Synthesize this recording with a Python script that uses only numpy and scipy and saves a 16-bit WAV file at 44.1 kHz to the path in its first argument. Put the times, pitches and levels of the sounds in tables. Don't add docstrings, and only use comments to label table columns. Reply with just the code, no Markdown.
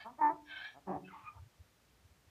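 import sys
import numpy as np
from scipy import signal
from scipy.fft import rfft, irfft
from scipy.io import wavfile
from scipy.ndimage import uniform_filter1d

SR = 44100
rng = np.random.default_rng(int(sys.argv[2]) if len(sys.argv) > 2 else 0)


def unload_audio(sound):
    columns = np.transpose(np.atleast_2d(sound))
    steps = np.round(np.clip(columns, -1, 1) * 32767)
    wavfile.write(sys.argv[1], SR, steps.astype(np.int16))


N = 101429

# time_s, whistle_hz, level_db
FIRST_GASP = [(0, 1652, -52), (.03, 1730, -56), (.055, 1760, -67)]
LONG_GASP = [(.452, 1700, -73.5), (.5, 1601, -49.5), (.56, 1552, -48.5), (.612, 1535, -48.5),
             (.636, 1682, -48), (.694, 1708, -51), (.704, 1710, -56), (.75, 1648, -79)]
# pitch_hz, width_hz, relative_db
AIRWAY_BANDS = [(818, 340, -10.5), (1280, 810, -13.5), (1771, 160, -3.5), (2296, 240, -2.5),
                (2634, 170, -10), (3204, 310, -3.5), (3714, 590, -8), (4100, 300, -12)]
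# pitch_hz, width_hz
WHEEZE_BAND = (4600, 640)
# frequency_hz, relative_db
HISS_TONE = [(20, -38), (55, 4), (130, -1.5), (300, -9.5), (2200, -16), (6500, -21.5), (10500, -26.5),
             (15000, -26.5)]
# frequency_hz, fade_s
YARD_FADE = [(100, 0.71), (300, 0.56), (700, .25), (6000, 0.13)]
# time_s, pitch_hz, level_db
FIRST_GRUNT = [(.044, 208, -63), (.062, 221, -44.5), (.088, 242, -51.5), (.118, 254, -58.5),
               (.145, 262, -74)]
HONK = [(.172, 276.2, -79.5), (.192, 308.1, -45), (.206, 315.6, -48), (.217, 309.5, -26.5),
        (.226, 294.2, -33.5), (.238, 298.8, -27), (.27, 294, -28), (.287, 296.9, -33), (.3, 324.6, -36.5),
        (.322, 333.2, -44), (.35, 351, -63.5)]
SMALL_GRUNT = [(.742, 125.9, -66), (.774, 142.7, -55), (.798, 150.6, -64.5)]
RATTLING_GRUNT = [(.863, 203.5, -67), (.878, 198.9, -41), (.908, 176.9, -37), (.932, 148.3, -39.5),
                  (.95, 139.8, -40), (.972, 144.8, -41.5), (.988, 137, -60)]
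DYING_GRUNT = [(1.33, 120.8, -70.5), (1.385, 106.6, -60.5), (1.415, 99.8, -95)]
# frequency_hz, gain_db
THROAT_OPEN = [(150, -47.5), (300, -12), (375, -7.5), (520, -31), (770, -15), (890, 5.5), (990, 0),
               (1190, -9.5), (1490, -25), (1790, -13), (2050, -27.5), (2300, -26), (2900, -69)]
THROAT_HALF_OPEN = [(120, -29.5), (235, -11), (540, -21), (680, -6.5), (900, -2.5), (1220, -7), (1380, -16),
                    (2200, -49.5)]
THROAT_NEARLY_SHUT = [(100, -11.5), (320, 1), (480, -12.5), (710, 10.5), (1000, -5), (1300, -6.5),
                      (2100, -46.5)]
THROAT_SLACK = [(70, -38.5), (175, 1), (380, 0.5), (470, -13.5), (570, -8), (750, 5), (1000, -10.5),
                (1150, -6.5), (1400, -29.5), (1780, -23), (2100, -39.5), (2450, -34), (4000, -80)]
# pitch_hz, gain_db, fade_s
WALL_TONES = [(298.7, -3, 0.71), (892, -19.5, 0.34)]
# time_s, pitch_hz, level_db
BEATING_TONE = [(.205, 350, -52), (.315, 364.5, -48), (.365, 366, -62)]
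# time_s, pitch_hz, level_db
THIN_WHISTLE = [(.44, 5540, -83), (.63, 5400, -69.5), (.7, 5640, -75), (.75, 5740, -82)]
THIN_SQUEAK = [(1.038, 2580, -77), (1.052, 2638, -59), (1.09, 2630, -69)]
LAST_SQUEAK = [(1.24, 1243, -60.5), (1.272, 1243, -53), (1.288, 1217, -42), (1.297, 1176, -55.5),
               (1.326, 1204, -70)]
# middle_s, pitch_hz, peak_db
LOW_THUMPS = [(.335, 154, -58), (0.97, 95, -52), (1.244, 106, -58.5), (1.37, 95, -50.5),
              (1.405, 82.6, -47.5), (1.43, 99.6, -48), (1.467, 118.7, -55.5), (1.611, 82.8, -49),
              (2.056, 90.7, -55.5), (2.117, 75.9, -58.5), (2.283, 92, -59.5)]
# time_s, pitch_hz, level_db
SIGH = [(1.05, 1599, -76), (1.088, 1452, -55.5), (1.108, 1307, -56), (1.14, 1135, -55), (1.232, 1183, -61),
        (1.27, 1226, -56.5), (1.3, 1197, -64.5), (1.325, 1146, -84)]
# pitch_hz, width_hz, relative_db, loudest_s, spread_s
SIGH_BANDS = [(2930, 570, 10, 1.015, 0.032), (2078, 100, -7.5, 1.122, 0.031),
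              (2104, 2240, -8.5, 1.205, 0.1), (874, 145, 3, 1.153, 0.022), (887, 105, -3, 1.255, 0.042),
              (2380, 160, -2.5, 1.268, 0.016)]


def amp(db):
    return 10 ** (np.asarray(db) / 20)


def unit(x):
    return x / np.sqrt(np.mean(x ** 2) + 1e-20)


def look_up(table, hz):
    row_hz, value = np.transpose(table)
    return np.interp(np.log(hz + 1), np.log(row_hz + 1), value)


def follow(note):
    time_s, hz, db = np.transpose(note)
    t = np.arange(N) / SR
    gain = amp(np.interp(t, time_s, db)) * (t >= time_s[0]) * (t <= time_s[-1])
    return np.interp(t, time_s, hz), uniform_filter1d(gain, size=170)


def wander(rate_hz):
    keep_slow = np.exp(-(np.fft.rfftfreq(N, 1 / SR) / rate_hz) ** 2)
    return unit(irfft(rfft(rng.standard_normal(N)) * keep_slow, N))


def wavering_phase(hz, jitter=.011):
    return 2 * np.pi * np.cumsum(hz * (1 + jitter * wander(140))) / SR


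def colour(x, shape):
    log_gain = np.log(amp(look_up(shape, abs(np.fft.fftfreq(4096, 1 / SR)))))
    ring = np.fft.ifft(np.exp(np.conj(signal.hilbert(log_gain)))).real[:2048]
    return signal.fftconvolve(x, ring)[:N]


def rushing_air(hz, width_hz):
    pole = np.exp(-np.pi * width_hz / SR)
    noise = rng.standard_normal(N) + 1j * rng.standard_normal(N)
    slow_noise = signal.lfilter([1], np.poly([pole] * 3), noise)
    shift_up = np.exp(2j * np.pi * np.cumsum(hz * np.ones(N)) / SR)
    return unit((slow_noise * shift_up).real)


def gasp(note, whistle_db, tilt_db, wheeze_db, rasp=.2):
    hz, gain = follow(note)
    bend = (hz / hz.mean()) ** .3
    air = sum(amp(db + tilt_db * np.log2(band_hz / 2000)) * rushing_air(band_hz * bend, width_hz)
              for band_hz, width_hz, db in AIRWAY_BANDS)
    wheeze = amp(wheeze_db) * rushing_air(*WHEEZE_BAND)
    tone = np.sin(wavering_phase(hz, jitter=.02))
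    whistle = amp(whistle_db) * unit(tone * np.exp(rasp * wander(160)))
    return gain * unit((air + whistle + wheeze) * np.exp(rasp * wander(130)))


def hiss(level_db=-69.5):
    tone = amp(look_up(HISS_TONE, np.fft.rfftfreq(N, 1 / SR)))
    return amp(level_db) * unit(irfft(rfft(rng.standard_normal(N)) * tone, N))


def yard(x, echo_db, tail_db=-11, echo_decay_s=.034):
    length = 32768
    t = np.arange(length) / SR
    bounces = rng.choice([-1., 1.], length) * (rng.random(length) < 2000 / SR)
    hz, frame_s, spectrum = signal.stft(bounces, SR, nperseg=256)
    fade = amp(-60 * frame_s / look_up(YARD_FADE, hz)[:, None])
    tail = signal.istft(spectrum * fade, SR, nperseg=256)[1][:length]
    echoes = rng.choice([-1., 1.], length) * (rng.random(length) < 600 / SR)
    echoes *= np.exp(-t / echo_decay_s)
    fade_in = np.minimum(t / .0019, 1)
    walls = fade_in * (amp(tail_db) * unit(tail) + amp(echo_db) * unit(echoes)) / np.sqrt(length)
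    return x + signal.fftconvolve(x, walls)[:N]


def low_note(note, throat, jitter, breath_db, shimmer=.12, stress=0):
    hz, gain = follow(note)
    cycles = np.cumsum(hz * (1 + jitter * wander(150))) / SR
    strength = np.exp(shimmer * wander(180) + stress * np.cos(2 * np.pi * cycles / 3))
    pulses = np.diff(np.floor(cycles), prepend=0) * strength
    puffs = (.9 + np.exp(-(cycles % 1) / .3)) * rng.standard_normal(N)
    puffs = signal.lfilter(*signal.butter(2, 520, "high", fs=SR), puffs)
    voice = throat(unit(pulses - pulses.mean()) + amp(breath_db) * unit(puffs))
    running_level = np.sqrt(abs(uniform_filter1d(voice ** 2, size=600)) + 1e-12)
    return gain * voice / running_level


def closing_throat(x, shut_s=.105, glide_s=.008, hum_below_hz=300):
    shut = .5 + .5 * np.tanh((np.arange(N) / SR - shut_s) / glide_s)
    voice = colour(x, THROAT_HALF_OPEN)
    hum = signal.lfilter(*signal.butter(2, hum_below_hz, fs=SR), voice)
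    return (1 - shut) * voice + shut * hum


def wall_ring(x):
    t = np.arange(N) / SR
    ring = np.zeros(N)
    for hz, db, fade_s in WALL_TONES:
        build_up = fade_s * SR / (2 * np.log(1000))
        ring += amp(db - 60 * t / fade_s) * np.cos(2 * np.pi * hz * t) / build_up
    return signal.fftconvolve(x, ring)[:N]


def opening_throat(x, widest_s=.2533, half_length_s=.066, shut_db=-6):
    wide = np.exp(-abs((np.arange(N) / SR - widest_s) / half_length_s) ** 3)
    return wide * colour(x, THROAT_OPEN) + (1 - wide) * amp(shut_db) * colour(x, THROAT_NEARLY_SHUT)


def airway_tone(note, octave_db=-np.inf, flicker=0):
    hz, gain = follow(note)
    phase = wavering_phase(hz)
    tone = np.sin(phase) + amp(octave_db) * np.sin(2 * phase)
    return gain * unit(tone * np.exp(flicker * wander(40)))


def low_thumps(half_length_s=.013):
    t = np.arange(N) / SR
    sound = np.zeros(N)
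    for middle_s, hz, db in LOW_THUMPS:
        swell = amp(db) * np.exp(-((t - middle_s) / half_length_s) ** 2)
        sound += swell * np.sin(2 * np.pi * (hz * (t - middle_s) + rng.random()))
    return sound


def steady_throat(shape):
    return lambda x: colour(x, shape)


def sigh(rasp=.14):
    hz, gain = follow(SIGH)
    t = np.arange(N) / SR
    air = rushing_air(hz, width_hz=260)
    for band_hz, width_hz, db, loudest_s, spread_s in SIGH_BANDS:
        swell = amp(db) * np.exp(-.5 * ((t - loudest_s) / spread_s) ** 2)
        air += swell * rushing_air(band_hz, width_hz)
    return gain * unit(air) * np.exp(rasp * wander(80))


def scene():
    low = low_note(HONK, opening_throat, jitter=.005, breath_db=-9, stress=.25)
    low += low_note(RATTLING_GRUNT, steady_throat(THROAT_SLACK), jitter=.04, breath_db=0, shimmer=.3)
    low += low_note(FIRST_GRUNT, closing_throat, jitter=.012, breath_db=-7)
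    low += low_note(SMALL_GRUNT, steady_throat(THROAT_NEARLY_SHUT), jitter=.034, breath_db=-25)
    low += low_note(DYING_GRUNT, steady_throat(THROAT_HALF_OPEN), jitter=.069, breath_db=25)
    breaths = gasp(LONG_GASP, whistle_db=3, tilt_db=0, wheeze_db=-25)
    breaths += gasp(FIRST_GASP, whistle_db=-2, tilt_db=-3.5, wheeze_db=-10)
    breaths += sigh()
    squeaks = airway_tone(THIN_WHISTLE, flicker=.59)
    squeaks += airway_tone(THIN_SQUEAK)
    squeaks += airway_tone(LAST_SQUEAK, octave_db=-11)
    beating = airway_tone(BEATING_TONE, octave_db=-7.5, flicker=.56)
    bray = yard(low + squeaks, echo_db=-16) + beating + yard(breaths, echo_db=-7.5)
    return (bray + wall_ring(low) + low_thumps() + hiss())[None]


def record(dry):
    treble_cut = signal.firwin(511, 15150, window=("kaiser", 9), fs=SR)
    return signal.oaconvolve(dry, treble_cut[None], "same")


dry = scene()
out = record(dry)
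unload_audio(out)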